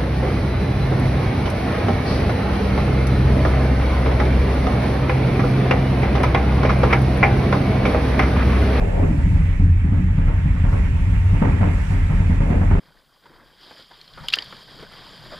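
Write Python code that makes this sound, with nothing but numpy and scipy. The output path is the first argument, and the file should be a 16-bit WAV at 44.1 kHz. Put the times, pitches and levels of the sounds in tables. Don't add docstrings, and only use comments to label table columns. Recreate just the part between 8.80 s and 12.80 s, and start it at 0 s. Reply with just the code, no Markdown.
import sys
import numpy as np
from scipy import signal
from scipy.fft import rfft, irfft
from scipy.io import wavfile
from scipy.ndimage import uniform_filter1d

SR = 44100
rng = np.random.default_rng(int(sys.argv[2]) if len(sys.argv) > 2 else 0)


def bounce(signal):
    frames = np.transpose(np.atleast_2d(signal))
    limited = np.clip(frames, -1, 1)
    pcm = np.round(limited * 32767).astype(np.int16)
    wavfile.write(sys.argv[1], SR, pcm)


N = 176400

THUMP_RISE_S, THUMP_DECAY_CYCLES, THUMP_DB = 0.005, 1.52, -4
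CHURN_DECAY_S, CHURN_DB, CHURN_TOP_RATIO = 0.12, -6, 1.214
GURGLE_LAG_S, GURGLE_DB = .04, -4
# frequency in Hz, relative level in dB.
CHURN_TONE = [(40, -10.5), (80, 8.5), (130, -1), (280, 0), (350, -1.5), (550, -24.5), (2500, -80.5)]
# start in seconds, bubble pitch in Hz, thump and rush in relative dB.
STEAM_SLUGS = [(0.224, 224, -9.5, -30.5), (0.302, 205, -10.5, -48), (0.381, 220, -28, -37),
               (0.464, 151, -9.5, -43.5), (0.548, 140, -18, -37.5), (0.796, 181.7, -7.5, -41.5),
               (1.043, 170, -10.5, -42.5), (1.119, 200, -9.5, -36.5), (1.179, 223, -13.5, -51),
               (1.376, 147, -9, -37), (1.467, 143, -14.5, -32), (1.655, 143.4, -10.5, -42),
               (1.837, 135.5, -7, -33.5), (1.918, 134, -12, -30.5), (2.298, 54.6, -6.5, -44),
               (2.526, 167, -10, -35.5), (2.615, 204, -5, -23.5), (2.682, 186, -13.5, -35.5),
               (2.803, 200, -6.5, -25), (3.104, 151, -7, -34.5), (3.294, 156, -9, -35),
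               (3.397, 166, -9, -36.5), (3.494, 170, -7.5, -33.5), (3.6, 163, -10, -30),
               (3.698, 234, -8, -28.5), (3.806, 187, -12, -30.5), (3.902, 208, -8, -25.5)]


def thumps():
    churn = steadied(coloured(rng.standard_normal((2, N)), CHURN_TONE), span_s=0.044)
    churn_powers = [(amp(db + CHURN_DB) * puff(start, THUMP_RISE_S, 0, CHURN_DECAY_S)) ** 2
                    for start, _, db, _ in STEAM_SLUGS]
    gurgle_power = (amp(GURGLE_DB) * blast_envelope(GURGLE_LAG_S)) ** 2
    total_gain = np.sqrt(gurgle_power + sum(churn_powers) + 1e-12)
    water = churn * gurgle_power / total_gain
    for (start, hz, db, _), power in zip(STEAM_SLUGS, churn_powers):
        envelope = amp(db + THUMP_DB) * puff(start, THUMP_RISE_S, 0, THUMP_DECAY_CYCLES / hz)
        swing = np.sin(2 * np.pi * hz * (seconds() - start))
        dull_churn = lowpass(churn, CHURN_TOP_RATIO * hz)
        water = water + envelope * swing + dull_churn * power / total_gain
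    return water


RUSH_RISE_S, RUSH_HOLD_S, RUSH_DECAY_S = 0.0066, .034, .07
SLOSH_HZ, SLOSH_RISE_S, SLOSH_DECAY_S = 740, 0.009, 0.075
# frequency in Hz, relative level in dB.
RUSH_TONE = [(100, -11), (250, 0.5), (400, 3.5), (1000, -2), (2000, -9), (2600, -16), (3600, -31),
             (14000, -65)]
BLAST_TONE = [(80, 10.5), (200, -8.5), (420, 7), (720, 3.5), (1100, -10.5), (2500, -27), (5000, -48.5)]


def rushes():
    sputter = steadied(amp(2 * drift(rate_hz=170))[None], span_s=0.0083)
    short = spit_and_slosh(coloured(turbulence(patchy_db=1.0), RUSH_TONE),
                           spit=rush_envelope(RUSH_RISE_S, RUSH_DECAY_S),
                           slosh=rush_envelope(SLOSH_RISE_S, SLOSH_DECAY_S))
    blasts = spit_and_slosh(coloured(rng.standard_normal((2, N)), BLAST_TONE),
                            spit=blast_envelope(0), slosh=blast_envelope(GURGLE_LAG_S / 2))
    return sputter * (short + blasts)


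def spit_and_slosh(noise, spit, slosh):
    body = lowpass(noise, SLOSH_HZ)
    return spit * (noise - body) + slosh * body


def rush_envelope(rise_s, decay_s):
    top_db = max(db for _, _, _, db in STEAM_SLUGS)
    power = 0
    for start, _, _, db in STEAM_SLUGS:
        hold_s = RUSH_HOLD_S * amp((db - top_db) / 2)
        power += (amp(db) * puff(start, rise_s, hold_s, decay_s)) ** 2
    return np.sqrt(power)


# start, rise and decay in seconds, level in dB.
STEAM_BLASTS = [(-.015, 0.016, 0.14, -23), (.105, 0.089, .075, -24), (2.80, 0.064, 0.053, -32.5),
                (3.59, 0.13, 0.07, -25), (3.91, 0.045, .12, -33.5)]


def blast_envelope(lag_s):
    return sum(amp(db) * puff(start + lag_s, rise, 0, decay) for start, rise, decay, db in STEAM_BLASTS)


BOOM_HZ, BOOM_WANDER_HZ = 89.06, 5.33
# frequency in Hz, relative level in dB.
RUMBLE_TONE = [(16, -32.5), (35, 3.5), (62, -1), (80, 0), (120, -8.5), (300, -32), (1500, -82.5)]
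# time in seconds, level in dB.
RUMBLE_FADER = [(0, -22), (.38, -18), (.54, -11), (.68, -17), (1.3, -20), (1.42, -16.5), (2.4, -16.5),
                (2.6, -20), (3.6, -17.5)]
BOOM_FADER = [(.14, -28.5), (.2, -16.5), (.42, -28.5), (.55, -17.5), (.77, -22.5), (.87, -13.5),
              (1.02, -18.5), (1.8, -25), (1.92, -21), (2.28, -30.5), (2.47, -14.5), (2.58, -21),
              (2.9, -20.5), (3.45, -26), (3.57, -14), (3.68, -25), (4, -16)]


def shaft():
    rumble = steadied(coloured(rng.standard_normal((2, N)), RUMBLE_TONE), span_s=0.083)
    cycles = np.cumsum(BOOM_HZ + BOOM_WANDER_HZ * drift(rate_hz=11.7)) / SR
    boom = unit(np.sin(2 * np.pi * cycles) * amp(2.1 * drift(rate_hz=26)))
    return fader(RUMBLE_FADER) * rumble + fader(BOOM_FADER) * boom


# frequency in Hz, relative level in dB.
JET_TONE = [(100, -12), (330, 5), (1200, 0.5), (1900, 6), (2400, 2.5), (3000, -6.5), (3700, -12.5),
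            (4800, -32), (15000, -59.5)]
# time in seconds, level in dB.
JET_FADER = [(0, -37), (.5, -40), (.72, -37.5), (.87, -42.5), (1.35, -39.5), (3.0, -35.5), (4, -39)]


def jet():
    flow = fader(JET_FADER) * amp(0.36 * drift(rate_hz=43))
    return flow * coloured(turbulence(patchy_db=1.6), JET_TONE)


FIZZ_DB, DROPS_DB, DROPS_PER_S, DROP_SPREAD_DB = 1, -7.5, 1200, 5.5
# frequency in Hz, relative level in dB.
SPRAY_TONE = [(2000, -6), (3800, -1), (5700, -1), (6300, -3), (7000, 0), (7800, 0), (8500, -6), (9600, -3),
              (11300, -13.5), (13500, -13), (15200, -30.5)]
# time in seconds, relative level in dB.
SPRAY_FADER = [(0, -55.5), (.47, -55.7), (.8, -58.7), (.92, -61.5), (1.28, -60.5), (1.8, -58.5),
               (1.93, -54.5), (2.1, -56.5), (2.9, -54.5), (3.1, -50.5), (3.22, -54), (4, -56.5)]


def spray():
    sizes = amp(DROP_SPREAD_DB * np.minimum(rng.exponential(1, (2, N)), 4))
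    drops = sizes * rng.choice([-1, 1], (2, N)) * (rng.random((2, N)) < DROPS_PER_S / SR)
    patter = amp(DROPS_DB) * coloured(drops, SPRAY_TONE)
    fizz = amp(FIZZ_DB) * coloured(turbulence(patchy_db=1.3), SPRAY_TONE)
    return fader(SPRAY_FADER) * amp(.3 * drift(rate_hz=20)) * (fizz + patter)


ECHO_DECAY_S, ECHO_DB, ECHO_LOW_HZ = 0.033, -14, 336


def enclosure(x):
    t = np.arange(SR // 4) / SR
    taps = rng.choice([-1, 1], (2, len(t))) * (rng.random((2, len(t))) < 1 / 20)
    low_cut = signal.butter(2, ECHO_LOW_HZ, "high", fs=SR, output="sos")
    echoes = signal.sosfilt(low_cut, taps * np.exp(-t / ECHO_DECAY_S))
    echoes /= np.linalg.norm(echoes, axis=1, keepdims=True)
    return x + amp(ECHO_DB) * signal.fftconvolve(x, echoes, axes=1)[:, :N]


MODE_WIDTH_HZ, MODE_LOSS = 7.8, 0.0094
# frequency in Hz, boost in dB.
WALL_MODES = [(37, 8.5), (157, 11.5), (183, 12), (248, 4), (272, 11), (293, 6), (397, 7), (476, 4.5),
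              (556, 6.5), (908, 9.5)]
# frequency in Hz, side minus mid in dB.
STEREO_WIDTH = [(60, -37), (180, -18.5), (280, -15.5), (380, -5.5), (600, -2), (3000, -1.5)]
# frequency in Hz, left minus right in dB.
STEREO_PAN = [(270, 0), (600, 2.5), (1250, -2.5), (1700, -5), (2300, -9), (3100, -5.5), (4500, 4),
              (7000, -3), (9000, 8.5)]
# frequency in Hz, phase in radians.
LEFT_LEAD = [(30, 0.25), (170, 0.32), (285, -0.09), (400, 1.6), (600, 2.5), (950, 0.45), (2000, -2.1)]


def coloured(pair, tone):
    hz = np.fft.rfftfreq(N, 1 / SR)
    mid, side = rfft(pair)
    width, pan = amp(at_hz(STEREO_WIDTH, hz)), amp(at_hz(STEREO_PAN, hz) / 2)
    to_left = pan * np.exp(1j * at_hz(LEFT_LEAD, hz) / 2)
    stereo = np.array([(mid + width * side) * to_left, (mid - width * side) / to_left])
    walls_db = sum(db / (1 + (2 * (hz - f) / (MODE_WIDTH_HZ + MODE_LOSS * f)) ** 2)
                   for f, db in WALL_MODES)
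    gain = amp(at_hz(tone, hz) + walls_db) / np.hypot(pan, 1 / pan) / np.hypot(1, width)
    return unit(irfft(stereo * gain, N))


def turbulence(patchy_db):
    spectra = signal.stft(rng.standard_normal((2, N)), nperseg=512)[2]
    patches = uniform_filter1d(rng.standard_normal(spectra.shape[1:]), size=7, axis=0)
    patches = unit(uniform_filter1d(patches, size=7, axis=1))
    return signal.istft(spectra * amp(patchy_db * patches), nperseg=512)[1][:, :N]


def drift(rate_hz):
    hz = np.fft.rfftfreq(N, 1 / SR)
    return unit(irfft(rfft(rng.standard_normal(N)) * (hz > 1) / (1 + (hz / rate_hz) ** 4), N))


def steadied(x, span_s):
    window = np.exp(-.5 * (np.arange(-SR // 2, SR // 2) / (span_s * SR)) ** 2)
    power = signal.fftconvolve((x ** 2).mean(0), window / window.sum(), "same")
    return x / np.sqrt(abs(power) + 1e-9)


def puff(start, rise, hold, decay):
    t = seconds() - start
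    return np.clip(t / rise, 0, 1) * np.exp(-np.maximum(t - rise - hold, 0) / decay)


def lowpass(x, hz):
    return signal.sosfiltfilt(signal.butter(2, hz, fs=SR, output="sos"), x)


def fader(points):
    return amp(np.interp(seconds(), *np.transpose(points)))


def at_hz(points, hz):
    f, value = np.transpose(points)
    return np.interp(np.log(hz + 1), np.log(f + 1), value)


def amp(db):
    return 10 ** (np.asarray(db) / 20)


def unit(x):
    return x / np.sqrt(np.mean(x ** 2) + 1e-20)


def seconds():
    return np.arange(N) / SR


def scene():
    return shaft() + thumps() + enclosure(rushes() + jet() + spray())


CEILING, FADE_S, TOP_HZ = .75, .008, 15250


def record(dry):
    rounded = dry / (1 + (dry / CEILING) ** 8) ** (1 / 8)
    from_edge_s = np.minimum(seconds(), seconds()[::-1])
    fade = np.sin(np.pi / 2 * np.minimum(from_edge_s / FADE_S, 1)) ** 2
    high_cut = signal.firwin(511, TOP_HZ, window=("kaiser", 9), fs=SR)
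    return signal.oaconvolve(rounded * fade, high_cut[None], "same")


dry = scene()
out = record(dry)
bounce(out)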